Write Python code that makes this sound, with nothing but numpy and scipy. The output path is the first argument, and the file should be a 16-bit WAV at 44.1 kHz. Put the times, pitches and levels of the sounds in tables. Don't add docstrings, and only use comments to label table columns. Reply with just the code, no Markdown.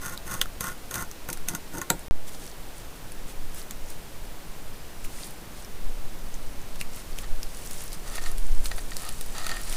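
import sys
import numpy as np
from scipy import signal
from scipy.fft import rfft, irfft
from scipy.io import wavfile

SR = 44100
rng = np.random.default_rng(int(sys.argv[2]) if len(sys.argv) > 2 else 0)


def persist_wave(psi):
    counts = np.round(np.clip(psi, -1, 1) * 32767).astype(np.int16)
    wavfile.write(sys.argv[1], SR, np.atleast_2d(counts).T)


N = 430416
T = np.arange(N) / SR

# hardest moment in seconds, level in dB, build and release in seconds.
TOOTH_STROKES = [(0.061, -33, 0.057, 0.096), (.33, -31, 0.077, 0.071), (0.663, -30.5, 0.048, 0.069),
                 (.955, -31, 0.049, 0.099), (1.297, -48, 0.0099, 0.033), (1.483, -37, 0.013, 0.097),
                 (1.76, -37, 0.041, 0.044)]
# time in seconds, level in dB, the wood's share in dB.
FIBRE_BREAKS = [(0.0598, -24, -12), (0.34, -24, -23), (0.414, -15, -11), (0.6083, -14.5, -10),
                (0.9112, -23, -10), (0.942, -17.5, -17), (0.9557, -20, -9), (1.2885, -22.5, -4.5),
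                (1.301, -20, -31), (1.3295, -17, -31), (1.486, -13, -23), (1.4944, -23, -19),
                (1.55, -17.5, -11), (1.783, -25.5, -10), (1.8157, -19.5, -5.5)]
# time in seconds, level in dB, pitch in Hz, the raw crack's share in dB.
WOOD_CRACKS = [(0.1763, -31, 4200, -2), (0.415, -11.5, 3260, -4), (0.4168, -20.5, 1800, -9),
               (0.4578, -30, 1400, -7), (1.114, -35.5, 6600, 2), (1.3734, -29.5, 1390, -3),
               (1.9939, -40, 8500, 3), (3.1205, -39, 9800, 4), (3.7097, -30, 7200, 2.5),
               (5.0478, -37, 2600, 1), (5.648, -40.5, 5570, 0), (6.342, -35.5, 6400, -3),
               (6.759, -47, 1660, 11), (6.8126, -17, 2470, -6.5), (7.187, -29.5, 2870, -1),
               (7.4313, -30, 4700, 2.5), (7.7107, -37, 9640, 7), (7.9312, -37, 4530, -1),
               (8.3164, -33, 11300, -1), (8.3821, -31.5, 8850, 1.5), (8.6575, -28.5, 4400, 4),
               (8.9679, -27.5, 4500, 3.5), (9.091, -33, 9900, 5.5), (9.2113, -32.5, 8400, 7),
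               (9.7268, -27.5, 2930, 0)]
# fullest moment in seconds, level in dB, length in seconds.
SHUFFLES = [(2.285, -41, 0.031), (2.343, -47, 0.065), (2.448, -47, 0.16), (2.8, -52, 0.066),
            (3.3, -44.5, 0.048), (3.584, -42, 0.089), (3.91, -44.5, .06), (5.054, -41.5, 0.026),
            (5.218, -42.5, 0.21), (5.588, -50.5, .11), (6.35, -49, .04), (6.806, -42, .03),
            (6.978, -44, .11), (7.11, -51, .05), (7.195, -44, 0.067), (7.653, -45.5, 0.36),
            (7.804, -42.5, 0.18), (7.94, -39, 0.031), (8.08, -45, .05), (8.154, -40.5, 0.08),
            (8.228, -41, 0.033), (8.277, -40, .06), (8.66, -36, 0.039), (8.763, -49, 0.11),
            (9.013, -43.5, 0.15), (9.213, -49, 0.073), (9.438, -50, 0.23), (9.736, -39, 0.19)]
# hardest moment in seconds, level in dB, build and release in seconds.
STICK_DRAGS = [(7.243, -41.5, 0.017, 0.015), (8.165, -44, 0.15, 0.031), (8.265, -44, 0.064, 0.075),
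               (9.05, -43, 0.075, 0.1), (9.385, -37.5, 0.047, 0.062), (9.5, -39.5, 0.065, 0.14),
               (9.72, -43.5, 0.077, .06)]
# time in seconds, level in dB, the bright click's share in dB.
STICK_KNOCKS = [(8.156, -42.5, 10), (8.1812, -33, -12), (8.261, -34, -6), (8.715, -31, -9),
                (8.782, -36, -4), (8.919, -38, -14), (9.3822, -34, 1), (9.4447, -36, -4),
                (9.4668, -31.5, 3), (9.4934, -32, -1), (9.5156, -31.5, -5), (9.569, -38, -7)]
# time in seconds, level in dB.
SLOW_DRAUGHT = [(0, -38.5), (2.9, -37), (3.5, -30), (5.5, -38.5), (5.85, -27), (7.9, -28), (8.5, -16),
                (9.0, -26.5), (9.76, -25.5)]
AIR_PUFFS = [(.47, -28), (1.38, -35), (3.42, -34), (4.248, -29), (5.08, -36.5), (5.85, -23), (7.3, -20),
             (8.2, -39), (8.57, -17)]

# pitch in Hz, width in Hz (wider dies sooner), level in dB.
BITE_TONES = [(2510, 540, -1.5), (3620, 400, -0.5), (4840, 690, -2.5), (5570, 280, 1.5), (6330, 420, 7),
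              (8380, 540, 6.5), (9000, 960, 3.5), (11030, 1140, 3), (11500, 330, 3), (13060, 840, 3),
              (15200, 900, -8)]
BRANCH_TONES = [(136, 105, -6.5), (508, 26, -7.5), (865, 89, -12), (1071, 41, -2.5), (1320, 65, -3),
                (1378, 123, 1), (1437, 104, 2.5), (1805, 58, -8), (2035, 56, -10.5)]
LIMB_TONES = [(173.5, 21, -1), (287, 13, -3), (343, 17, -2), (402, 37, -13), (503, 19, -6.5),
              (580, 29, -13), (712, 78, -12), (925, 40, -7.5)]
SPLIT_TONES = [(1400, 110, 5), (1940, 100, 0.5), (2340, 260, -8), (3960, 550, -4.5), (5630, 3200, -15),
               (7700, 360, 4), (8850, 1200, -9), (10430, 780, -7.5), (13700, 950, -7)]
STICK_TONES = [(706, 120, -0.5), (1278, 115, 3.5), (1620, 220, -8), (1839, 66, 5), (2660, 730, -8),
               (4000, 980, -6), (4830, 330, -4.5), (6000, 450, -14.5), (7400, 270, -8)]

# middle pitch in Hz, level in dB.
CRINKLE_BANDS = [(2000, -8), (3200, -7), (4800, -1.5), (7000, -1), (9800, -2.5), (13000, 0)]
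# frequency in Hz, relative level in dB.
LEAF_COLOUR = [(300, 3.5), (1300, 4), (3000, 2.5), (5500, 4.5), (7500, 5), (9700, 6.5), (12500, -2),
               (15000, -1.5)]
KNOCK_COLOUR = [(300, 1), (1300, -2.5), (1850, 4), (2500, 4), (4000, -3.5), (9000, -5.5)]
HISS_COLOUR = [(30, 12), (100, 4), (300, 0), (600, -2.5), (1200, -7.5), (3000, -12), (7000, -16.5),
               (15000, -17.5)]
AIR_COLOUR = [(1, -6.5), (7, 1.5), (14, -7.5), (25, -12.5), (45, -33), (90, -38.5), (300, -84),
              (1000, -100)]

LEAD_S = .008


def gnawing():
    slips = fading_pulses(rate=260, spread_db=1.5, fade_s=.0028)
    tearing = grains(rate=7000, spread_db=4.5) * (.5 + .34 * unit(slips))
    teeth, limb = np.zeros(N), np.zeros(N)
    for s, db, build, release in TOOTH_STROKES:
        cut = stroke(s, build, release) * tearing
        teeth += undb(db) * cut
        limb += undb(-48 + 6.5 * s) * cut
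    fibres, wood = undb(-6) * teeth, undb(-4) * teeth
    for s, db, wood_db in FIBRE_BREAKS:
        crack = undb(db) * fracture(tail_db=-12, tail_s=.011)
        add(fibres, s, undb(-5) * crack)
        add(wood, s, undb(wood_db + 2) * crack)
    return ring(fibres, BITE_TONES) + ring(wood, BRANCH_TONES) + ring(limb, LIMB_TONES)


def branch_break(break_s=1.9025, rip_s=.024):
    ripping = (T > break_s) * np.exp(-np.abs(T - break_s) / rip_s)
    jolt = undb(-17.5) * grains(rate=3200, spread_db=4) * ripping
    jolt[int(break_s * SR)] += 3
    split = np.zeros(N)
    add(split, break_s, fracture(tail_db=-20.5, tail_s=.016))
    return undb(-8) * (ring(jolt, LIMB_TONES) + undb(3) * ring(split, SPLIT_TONES))


def wood_cracks():
    snaps = np.zeros(N)
    for s, db, hz, crack_db in WOOD_CRACKS:
        crack = fracture(tail_db=-14, tail_s=.012)
        kick = .4 * crack
        kick[int(LEAD_S * SR)] += 5
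        width = .3 * hz
        band = signal.butter(2, [hz - width / 2, hz + width / 2], "band", fs=SR)
        twang = signal.lfilter(*band, kick) * np.sqrt(SR / 2 / width)
        add(snaps, s, undb(db) * (twang + undb(crack_db) * crack))
    return colour(snaps, [(200, 9), (1500, 3.5), (9000, 7.5), (15000, 3.5)])


def rustling_leaves(sets_off_s=6.23, rise_db_per_s=4.5, crispness=.57):
    stirring = undb(-59.5 + rise_db_per_s * np.maximum(T - sets_off_s, 0))
    shuffle_power = sum((undb(db) * swell(s, length, build=.55)) ** 2 for s, db, length in SHUFFLES)
    motion = np.sqrt(stirring ** 2 + shuffle_power)
    brush = np.sqrt(1 - crispness ** 2) * grains(rate=12000, spread_db=-2.5)
    crinkle = np.zeros(N)
    for hz, db in CRINKLE_BANDS:
        crumple = fading_pulses(rate=90, spread_db=5.5, fade_s=.0016)
        band = signal.butter(2, [hz * .75, hz * 1.25], "band", fs=SR)
        crinkle += undb(db) * signal.lfilter(*band, crumple * rng.standard_normal(N))
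    return colour(brush + crispness * unit(crinkle), LEAF_COLOUR) * motion


def dragged_stick():
    force = sum(undb(db) * stroke(s, build, release) for s, db, build, release in STICK_DRAGS)
    scrape = force * grains(rate=1800, spread_db=3.5)
    knocks, clicks = np.zeros(N), np.zeros(N)
    for s, db, click_db in STICK_KNOCKS:
        scuff = fracture(tail_db=-3, tail_s=.006)
        add(knocks, s, undb(db) * scuff)
        add(clicks, s, undb(db + click_db) * scuff)
    return ring(scrape + colour(knocks, KNOCK_COLOUR), STICK_TONES) + colour(clicks, LEAF_COLOUR)


def hiss_and_air(hum_hz=167):
    hiss = undb(-42.5) * colour(rng.standard_normal(N), HISS_COLOUR)
    hum = undb(-59) * np.sin(2 * np.pi * hum_hz * T)
    draught = undb(np.interp(T, *np.transpose(SLOW_DRAUGHT)))
    puffs = sum(undb(db) * swell(s, length=.16, build=.44) for s, db in AIR_PUFFS)
    return hiss + hum + (draught + puffs) * colour(rng.standard_normal(N), AIR_COLOUR)


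def fracture(tail_db, tail_s, crackle_s=.0025, rise_s=.00035, fall_s=.0008):
    t = T[:SR // 10] - LEAD_S
    snap = np.exp(np.where(t < 0, t / rise_s, -t / fall_s))
    splinters = np.exp(np.where(t < 0, t / crackle_s, -t / tail_s))
    return (snap + undb(tail_db) * splinters) * rng.choice([-1, 1], len(t))


def grains(rate, spread_db):
    sizes = undb(spread_db * np.minimum(rng.exponential(size=N), 4))
    return unit((rng.random(N) < rate / SR) * sizes * rng.choice([-1, 1], N))


def fading_pulses(rate, spread_db, fade_s):
    return signal.lfilter([1], [1, -np.exp(-1 / (fade_s * SR))], np.abs(grains(rate, spread_db)))


def stroke(s, build, release):
    return np.sqrt(np.interp(T, [s - build, s, s + release], [0, 1, 0]))


def swell(s, length, build):
    return np.exp(-((T - s) / (length * np.where(T < s, build, 1 - build))) ** 2)


def ring(x, tones):
    t = T[:SR // 5]
    ringing = sum((-1) ** k * undb(db) * width * np.exp(-np.pi * width * t) * np.sin(2 * np.pi * hz * t)
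                  for k, (hz, width, db) in enumerate(tones))
    return signal.fftconvolve(x, ringing / np.linalg.norm(ringing))[:len(x)]


def colour(x, points):
    hz, db = np.transpose(points)
    frequencies = np.arange(N // 2 + 1) * SR / N
    gain = undb(np.interp(np.log(frequencies + 1e-9), np.log(hz), db))
    gain /= np.sqrt(np.mean(gain ** 2))
    folded = irfft(np.log(gain), N)
    folded[1:N // 2] *= 2
    folded[N // 2 + 1:] = 0
    return irfft(rfft(x) * np.exp(rfft(folded)), N)


def add(track, s, crack):
    start = int((s - LEAD_S) * SR)
    track[start:start + len(crack)] += crack[:N - start]


def undb(db):
    return 10 ** (np.asarray(db) / 20)


def unit(x):
    return x / np.std(x)


def scene():
    beaver = gnawing() + branch_break() + wood_cracks() + rustling_leaves() + dragged_stick()
    return (beaver + hiss_and_air())[None]


def record(dry):
    stop_s, wake_s, ticks_per_s, highest_hz = 2.083, 2.110, 62.4, 15250
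    awake_s = np.maximum(T - wake_s, 0)
    volume = (T < stop_s) + (T >= wake_s) * (1 - .5 * np.exp(-awake_s / .08))
    pop = (T >= wake_s) * undb(-13.5) * np.exp(-awake_s / .12)
    ticks = np.diff(np.floor(awake_s * ticks_per_s), prepend=0)
    ticks *= undb(-17.5) * np.exp(-awake_s / .086)
    buzz = colour(ticks, [(300, 6), (1200, -3), (4000, -23), (12000, -24)])
    treble_cut = signal.ellip(8, .2, 70, highest_hz, fs=SR, output="sos")
    return signal.sosfilt(treble_cut, dry * volume + pop + buzz)


dry = scene()
out = record(dry)
persist_wave(out)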